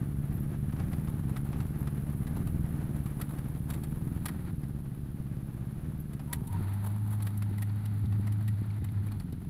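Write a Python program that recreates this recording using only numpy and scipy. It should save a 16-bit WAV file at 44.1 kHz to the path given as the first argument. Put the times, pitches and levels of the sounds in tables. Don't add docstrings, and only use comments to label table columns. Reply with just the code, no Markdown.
import sys
import numpy as np
from scipy import signal
from scipy.fft import rfft, irfft
from scipy.io import wavfile
from scipy.ndimage import uniform_filter1d

SR = 44100
rng = np.random.default_rng(int(sys.argv[2]) if len(sys.argv) > 2 else 0)


def wrap_up_sound(samples):
    columns = np.atleast_2d(samples).T
    tamed = np.clip(columns, -1, 1)
    steps = np.round(tamed * 32767).astype(np.int16)
    wavfile.write(sys.argv[1], SR, steps)


N = 418509
TIME = np.arange(N) / SR

# frequency in Hz, relative spectral level in dB.
AIR_COLOUR = [(1500, -8), (2600, 0.5), (4000, 1), (5500, -7.5), (7500, -13), (12000, -2)]
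RUSTLE_COLOUR = [(3530, -68), (6000, -19), (8430, -6), (9140, 1), (9840, 7.5), (10400, 9.5), (14900, 2),
                 (15800, -8)]
SNAP_COLOUR = [(350, 8), (650, 5.5), (900, 9.5), (1250, 4), (1900, -4), (2600, -12), (3800, -10),
               (5500, -25.5), (8000, -12.5)]
IDLE_CLATTER_COLOUR = [(190, 5), (330, 2), (362, -4), (403, -7), (526, -11), (851, -13), (985, -18),
                       (1220, -15), (1340, -17.5), (1640, -18), (2980, -29.5), (3640, -32.5), (5020, -39.5),
                       (8000, -41), (10400, -73), (17600, -120)]
FAST_CLATTER_COLOUR = [(300, 17.5), (480, -3), (650, 2.5), (830, 4.5), (1100, -1), (1350, 3), (1600, -1.5),
                       (1950, -1.5), (2600, -9.5), (3200, -12.5), (3700, -11), (4500, -12.5), (5400, -30),
                       (7500, -25), (9000, -21)]
IDLE_RUMBLE_COLOUR = [(5, -7), (25, -7), (45, 0), (62, 1.5), (90, .5), (120, 1.5), (170, -5), (400, -31)]
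FAST_RUMBLE_COLOUR = [(5, -2), (25, -4), (50, 3), (75, 1.5), (115, 5.5), (155, 6), (200, -3.5), (260, -2),
                      (400, -37)]

# centre in seconds, level in dB.
RASPS = [(.35, -52.5), (.422, -57.5), (1.809, -54), (6.01, -56.5)]
HOOTS = [(6.335, -52.5), (6.54, -50)]
# time in seconds, trim in dB on top of the clatter's fader.
CRUNCH_TRIM = [(0, -6), (.65, -19), (.72, -1.5), (1.9, -2.5), (2.5, -3), (4.4, -4), (4.7, -6), (6.1, -7),
               (6.6, 3), (7.6, 3), (9.49, 1)]
# start in seconds, peak in dB, pitch in Hz.
CHAIN_TICKS = [(7.696, -53, 4310), (8.056, -51, 3680), (8.702, -49, 2220), (8.708, -55, 4300),
               (8.887, -49, 2110), (8.889, -54, 3660), (9.086, -51, 2420), (9.119, -49, 4260),
               (9.199, -49, 4430)]
# time in seconds, relative body and snap levels in dB, the part's own note in Hz.
CLANKS = [(0.724, -41, -70, 1260), (0.7634, -42, -70, 902), (0.7972, -36.5, -62, 820),
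          (0.9305, -37, -54, 1260), (1.073, -40.5, -63, 1050), (1.3618, -33.5, -53, 840),
          (1.3714, -42, -49, 1510), (1.5296, -38, -60, 880), (1.603, -38.5, -56, 1458),
          (1.6654, -51, -56, 970), (1.872, -37, -53, 1240), (2.2687, -41, -55, 1610),
          (2.4708, -39, -47.5, 1210), (3.059, -39.5, -52, 1190), (3.214, -33, -37.5, 1200),
          (3.3857, -41, -51.5, 1190), (3.703, -36, -42, 2070), (3.737, -40, -46, 1020),
          (3.8372, -42, -45.5, 1280), (4.2568, -28.5, -34, 1920), (4.2846, -32.5, -42.5, 1450),
          (4.6327, -45, -59, 1700), (6.133, -46, -53.5, 1930), (6.1954, -40, -61, 1620),
          (6.329, -27.5, -30, 2110), (6.472, -52.5, -45.5, 3700), (6.7373, -48, -50, 991),
          (6.864, -42.5, -49, 904), (7.203, -40, -60, 1120), (7.224, -43, -42, 1290),
          (7.2691, -36.5, -46.5, 1883), (7.3746, -56, -45.5, 1151), (7.422, -36.5, -48, 1350),
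          (7.581, -41, -50.5, 2047), (7.622, -34.5, -41, 1860), (7.856, -44, -48, 2750),
          (8.124, -42, -59, 1950), (8.2705, -38, -52, 1790), (8.322, -44.5, -50, 1030),
          (8.4795, -38, -47, 1911), (8.8432, -43.5, -48, 1810), (9.118, -43.5, -52, 903.6),
          (9.2, -44, -52, 1780), (9.3248, -48.5, -54, 3700)]
# frequency in Hz, width in Hz, relative gain in dB.
FEEDER_MODES = [(800, 220, 1), (1060, 140, 1), (1260, 140, 3), (1620, 180, 0), (1900, 170, 4),
                (2400, 400, -7), (2990, 110, -2), (3300, 250, -5), (3720, 150, -4), (4255, 90, -4),
                (5600, 500, -14), (7550, 120, -7), (8800, 900, -10), (10100, 500, -1), (10680, 150, 1),
                (11700, 900, -3), (12760, 160, 1), (13400, 600, -9)]
PIPE_MODES = [(80, 160, -21), (128, 74, 7), (198, 14.4, -9.5), (275, 26, -25.5), (340, 22, -29)]

# time in seconds, clatter fader in dB, rustle fader in dB.
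WORK_FADERS = [(0.0, -52.5, -60.5), (0.66, -52, -61), (0.92, -50, -57.5), (1.24, -51, -61.5),
               (2.3, -50.5, -58.5), (4.26, -52.5, -60), (4.78, -56.5, -64.5), (6.05, -55, -64.5),
               (6.68, -55, -59.5), (7.06, -59, -62.5), (8.8, -59, -67), (9.49, -62, -69)]
# time in seconds, firings per second.
REVS = [(0, 69.2), (.55, 74), (.68, 73.5), (.85, 84.5), (1.3, 66), (1.6, 74.7), (2.17, 70), (2.43, 85.5),
        (2.68, 81.7), (2.95, 75), (3.15, 69.6), (3.5, 75.4), (3.7, 75), (3.85, 74), (4.08, 85.5), (4.5, 88),
        (4.62, 70.5), (5.1, 71.4), (5.4, 70.5), (5.58, 64), (5.85, 78), (6.1, 72), (6.42, 77), (6.55, 98),
        (6.72, 98.5), (7.0, 105.5), (7.35, 103.5), (7.75, 104.3), (8.5, 105.5), (9.13, 103), (9.23, 89),
        (9.49, 89)]
# time in seconds, chug and rumble fader in dB.
LOAD_FADER = [(0.05, -35.5), (2.2, -35.5), (2.45, -35), (2.95, -35), (3.1, -38), (4.4, -37.5), (4.7, -39),
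              (6.2, -40), (6.41, -39), (6.6, -39.5), (6.74, -47.5), (7.9, -41.5), (8.15, -40), (8.45, -49),
              (8.6, -44.5), (9.1, -37), (9.49, -39)]
# time in seconds, drone fader in dB, raggedness from 0 to 1.
DRONE_CURVES = [(6.5, -30.5, 1), (6.6, -34, 0.9), (6.7, -32, 0), (7.95, -32.5, 0.15), (8.1, -32, 1),
                (8.25, -30, 0.03), (8.49, -30.5, 0.3), (8.58, -33.5, 1), (9.12, -34.5, 1), (9.2, -40, 0.9)]
# relative strength in dB, lag of the puff at idle in seconds.
CYLINDERS = [(5.0, -.0008), (1.0, .0008), (-3.6, .0006), (-2.2, -.0006)]
# multiple of the firing rate, relative level in dB.
ENGINE_ORDERS = [(.25, -30), (.75, -19.5), (1, 2.5), (1.25, -19), (1.5, -21.5), (1.75, -14), (2, -14.5),
                 (2.25, -23.5), (2.75, -25), (3, -34.5)]
STUMBLE_TIMES = [6.416, 6.607, 7.512, 8.042, 8.196, 8.617, 8.821, 9.328]


def from_db(db):
    return 10 ** (np.asarray(db) / 20)


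def rms_one(x):
    return x / np.sqrt(np.mean(x ** 2) + 1e-20)


def curves(rows):
    times, *columns = np.transpose(rows)
    return [np.interp(TIME, times, column) for column in columns]


def low_pass(x, hz, order=2):
    return signal.sosfilt(signal.butter(order, hz, fs=SR, output="sos"), x + 1e-18)


def band_pass(x, edges_hz):
    return signal.sosfilt(signal.butter(3, edges_hz, "band", fs=SR, output="sos"), x + 1e-18)


def add_tail(x, decay_s):
    return signal.lfilter([1], [1, -np.exp(-1 / (decay_s * SR))], x + 1e-18)


def drift(per_s):
    knots = rng.standard_normal(4000)
    return rms_one(np.interp(TIME * per_s, np.arange(len(knots)), knots))


def swell(centre_s, length_s):
    return np.exp(-2 * ((TIME - centre_s) / length_s) ** 2)


def resonate(x, modes):
    out = 0
    for hz, width, db in modes:
        radius = np.exp(-np.pi * width / SR)
        poles = [1, -2 * radius * np.cos(2 * np.pi * hz / SR), radius ** 2]
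        out += from_db(db) * (1 - radius ** 2) / 2 * signal.lfilter([1, 0, -1], poles, x + 1e-18)
    return out


def noise(colour):
    hz, db = np.transpose(colour)
    bins_hz = np.maximum(np.arange(N // 2 + 1) * SR / N, 1)
    gain = from_db(np.interp(np.log(bins_hz), np.log(hz), db, left=-120, right=-120))
    return rms_one(irfft(rfft(rng.standard_normal(N)) * gain, N))


def narrow_noise(hz, width_hz):
    mode = [(hz, width_hz * 2, 0)]
    return rms_one(resonate(resonate(rng.standard_normal(N), mode), mode))


def open_air():
    return from_db(-73.5) * noise(AIR_COLOUR)


def hoots(length_s=.075, pitch_hz=940, waver_hz=32, sag_hz_per_s=90):
    swells = [swell(s, length_s) for s, _ in HOOTS]
    from_centre_s = sum((TIME - s) * (abs(TIME - s) < length_s) for s, _ in HOOTS)
    hz = pitch_hz + waver_hz * drift(160) - sag_hz_per_s * from_centre_s
    tone = rms_one(np.sin(2 * np.pi * np.cumsum(hz) / SR) * from_db(4 * drift(120)))
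    envelope = sum(from_db(db) * shape for (_, db), shape in zip(HOOTS, swells))
    echo = add_tail(sum(swells), decay_s=.85)
    return envelope * tone + from_db(-57) * echo / echo.max() * narrow_noise(855, width_hz=150)


def rasps(grain_db=5):
    grainy = rms_one(narrow_noise(12100, width_hz=1100) * from_db(grain_db * drift(250)))
    return grainy * sum(from_db(db) * swell(s, length_s=.03) for s, db in RASPS)


def hay_rustle(grain_db=1.5):
    return rms_one(noise(RUSTLE_COLOUR) * from_db(grain_db * drift(200)))


def hay_crunch(fast, snaps_per_s=170, spread_db=4.5, cluster_db=6):
    sizes = from_db(spread_db * np.minimum(rng.exponential(1, N), 2.5))
    breaks = rng.random(N) < snaps_per_s / SR * rms_one(from_db(cluster_db * drift(30)))
    envelope = add_tail(sizes * breaks, decay_s=.0035)
    texture = noise(SNAP_COLOUR) + from_db(-5 + 2.9 * fast) * noise(RUSTLE_COLOUR)
    return rms_one(envelope * texture)


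def chain_ticks(decay_s=.004, width_hz=190):
    out, count = np.zeros(N + SR), 4096
    for s, db, hz in CHAIN_TICKS:
        scrape = rng.standard_normal(count) * np.exp(-np.arange(count) / (decay_s * SR))
        ring = resonate(scrape, [(hz, width_hz, 0)])
        start = round(s * SR)
        out[start:start + count] += from_db(db) * ring / np.abs(ring).max()
    return out[:N]


def struck_modes(note_hz, tilt_db_per_octave, vary_db=2.2, focus_db=3, focus_octaves=.5):
    modes = []
    for hz, width, db in FEEDER_MODES:
        tilt_db = tilt_db_per_octave * np.log2(hz / 1700)
        lift_db = focus_db * np.exp(-(np.log2(hz / note_hz) / focus_octaves) ** 2)
        modes.append((hz, width, db + tilt_db + lift_db + vary_db * rng.standard_normal()))
    return modes + [(note_hz, 70, 6.5)]


def feeder_clanks(grain_db=3, lead_s=.002, tail_s=.017):
    out, count = np.zeros(N + SR), 4096
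    age = np.arange(count) / SR
    for s, body_db, snap_db, note_hz in CLANKS:
        start = round((s - lead_s) * SR)
        grains = from_db(grain_db * np.clip(rng.standard_normal(count // 32), -2, 2))
        contacts = rng.standard_normal(count) * np.repeat(grains, 32)
        hardness_db = snap_db - body_db + 5
        burst_s = .0072 * from_db(-.02 * hardness_db)
        modes = struck_modes(note_hz, tilt_db_per_octave=hardness_db)
        snap = (7200, 15500), snap_db - 1.5, burst_s
        body = (450, 6000), body_db - 8.5, burst_s * 1.17
        for (low_hz, high_hz), db, length_s in (snap, body):
            progress = age / length_s
            burst = 1.48 * np.sqrt(progress) * np.exp(-progress ** 2)
            tail = .31 * np.minimum(progress, 1) * np.exp(-age / tail_s)
            force = burst + tail
            band_modes = [mode for mode in modes if low_hz < mode[0] < high_hz]
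            ring = band_pass(resonate(contacts * force, band_modes), (low_hz, high_hz))
            out[start:start + count] += from_db(db) * ring * np.linalg.norm(force) / np.linalg.norm(ring)
    return out[:N]


def engine_clatter(puffs, fast, knock_depth=.095, flutter_db=2):
    knocks = rms_one(add_tail(puffs, decay_s=.00074))
    texture = np.sqrt(1 - fast) * noise(IDLE_CLATTER_COLOUR) + np.sqrt(fast) * noise(FAST_CLATTER_COLOUR)
    return rms_one(texture * (1 + knock_depth * knocks) * from_db(flutter_db * drift(50)))


def labour(firing_hz, memory_s=.3, full_rise_hz=3.3):
    keep = np.exp(-1 / (memory_s * SR))
    earlier_hz = firing_hz[0] + signal.lfilter([1 - keep], [1, -keep], firing_hz - firing_hz[0])
    return np.clip((firing_hz - earlier_hz) / full_rise_hz, 0, 1)


def gas_rumble(puffs, fast, gust_s=.0032, gust_share=.65):
    gusts = rms_one(add_tail(add_tail(np.sqrt(puffs), gust_s), gust_s))
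    gas = np.sqrt(1 - fast) * noise(IDLE_RUMBLE_COLOUR) + np.sqrt(fast) * noise(FAST_RUMBLE_COLOUR)
    flow = np.tanh(gas) * (1 - gust_share + gust_share * gusts)
    return rms_one(low_pass(flow, 367, order=4))


def stumble_thumps(ring_hz=197, width_hz=68, peak_db=-28):
    clicks = np.zeros(N)
    clicks[np.round(np.array(STUMBLE_TIMES) * SR).astype(int)] = 1
    thumps = low_pass(resonate(clicks, [(ring_hz, width_hz, 0)]), 380, order=4)
    return thumps * from_db(peak_db) / np.abs(thumps).max()


def firing_cycles(firing_hz, fast, idle_hunt=.014, fast_hunt=.005, slip_cycles=.2513):
    hunt = (idle_hunt * (1 - fast) + fast_hunt * fast) * drift(20)
    delay = low_pass(np.searchsorted(STUMBLE_TIMES, TIME) * slip_cycles, 24)
    return np.cumsum(firing_hz * (1 + hunt)) / SR - delay


def firings(cycles, fast, uneven_db=1.1, jitter_s=.0004, edge_vary_db=4.5):
    onsets = np.flatnonzero(np.diff(np.floor(cycles)))
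    size_luck, time_luck, edge_luck = np.clip(rng.standard_normal((len(onsets), 3)), -1.8, 1.8).T
    looseness = 1 - .5 * fast[onsets]
    cylinder_db, lag_s = np.array(CYLINDERS)[np.arange(len(onsets)) % len(CYLINDERS)].T
    puff_db = cylinder_db + uneven_db * looseness * size_luck
    edge_db = 1.7 * puff_db + edge_vary_db * looseness * edge_luck
    late_s = looseness * (lag_s + jitter_s * time_luck)
    onsets = np.clip(onsets + (SR * late_s).astype(int), 0, N - 1)
    puffs, edges = np.zeros((2, N))
    puffs[onsets] = from_db(puff_db)
    edges[onsets] = from_db(edge_db)
    return puffs, edges


def exhaust_drone(cycles, ragged, drone_db):
    cycles = cycles + .1 * ragged * drift(35)
    richness_db = .9 * (drone_db + 31.5)
    out = 0
    for multiple, db in ENGINE_ORDERS:
        lift_db, waver_db = (0, .8 * (1 + 2 * ragged)) if multiple == 1 else (richness_db, 3.2)
        loss_db = 6 * ragged * (multiple >= 2)
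        gain = from_db(db + lift_db - loss_db + waver_db * drift(28))
        out += gain * np.sin(2 * np.pi * (multiple * cycles + rng.random()))
    return rms_one(out)


def exhaust_chug(puffs, edges, split_hz=227, top_hz=325):
    low_modes = [mode for mode in PIPE_MODES if mode[0] < split_hz]
    high_modes = [mode for mode in PIPE_MODES if mode[0] >= split_hz]
    boom = low_pass(resonate(puffs, low_modes), split_hz)
    bark = resonate(low_pass(edges, top_hz), high_modes)
    beats = low_pass(boom + bark, top_hz)
    return beats / np.sqrt(uniform_filter1d(beats ** 2, SR // 2) + 1e-18)


def scene():
    firing_hz, = curves(REVS)
    load_db, = curves(LOAD_FADER)
    drone_db, ragged = curves(DRONE_CURVES)
    clatter_db, rustle_db = curves(WORK_FADERS)
    crunch_trim_db, = curves(CRUNCH_TRIM)
    fast = np.clip((firing_hz - 85) / 12, 0, 1)
    cycles = firing_cycles(firing_hz, fast)
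    puffs, edges = firings(cycles, fast)
    unrest_db = fast * (ragged + 6 * sum(swell(s, length_s=.045) for s in STUMBLE_TIMES))
    rumble_db = load_db - 3.2 - 1.5 * fast + 2.5 * labour(firing_hz) + unrest_db

    engine = from_db(load_db + 1.9 - 6.5 * fast) * exhaust_chug(puffs, edges)
    engine += fast * from_db(drone_db + 2.5) * exhaust_drone(cycles, ragged, drone_db)
    engine += stumble_thumps()
    engine += from_db(rumble_db) * gas_rumble(puffs, fast)
    engine += from_db(clatter_db + 4 - fast) * engine_clatter(puffs, fast)
    hay = from_db(rustle_db - 1) * hay_rustle()
    hay += from_db(clatter_db - 5 + crunch_trim_db) * hay_crunch(fast)
    feeder = feeder_clanks() + chain_ticks()
    return (engine + hay + feeder + rasps() + hoots() + open_air())[None]


def record(dry, cutoff_hz=15700):
    return signal.sosfilt(signal.ellip(10, .2, 80, cutoff_hz, fs=SR, output="sos"), dry)


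dry = scene()
out = record(dry)
wrap_up_sound(out)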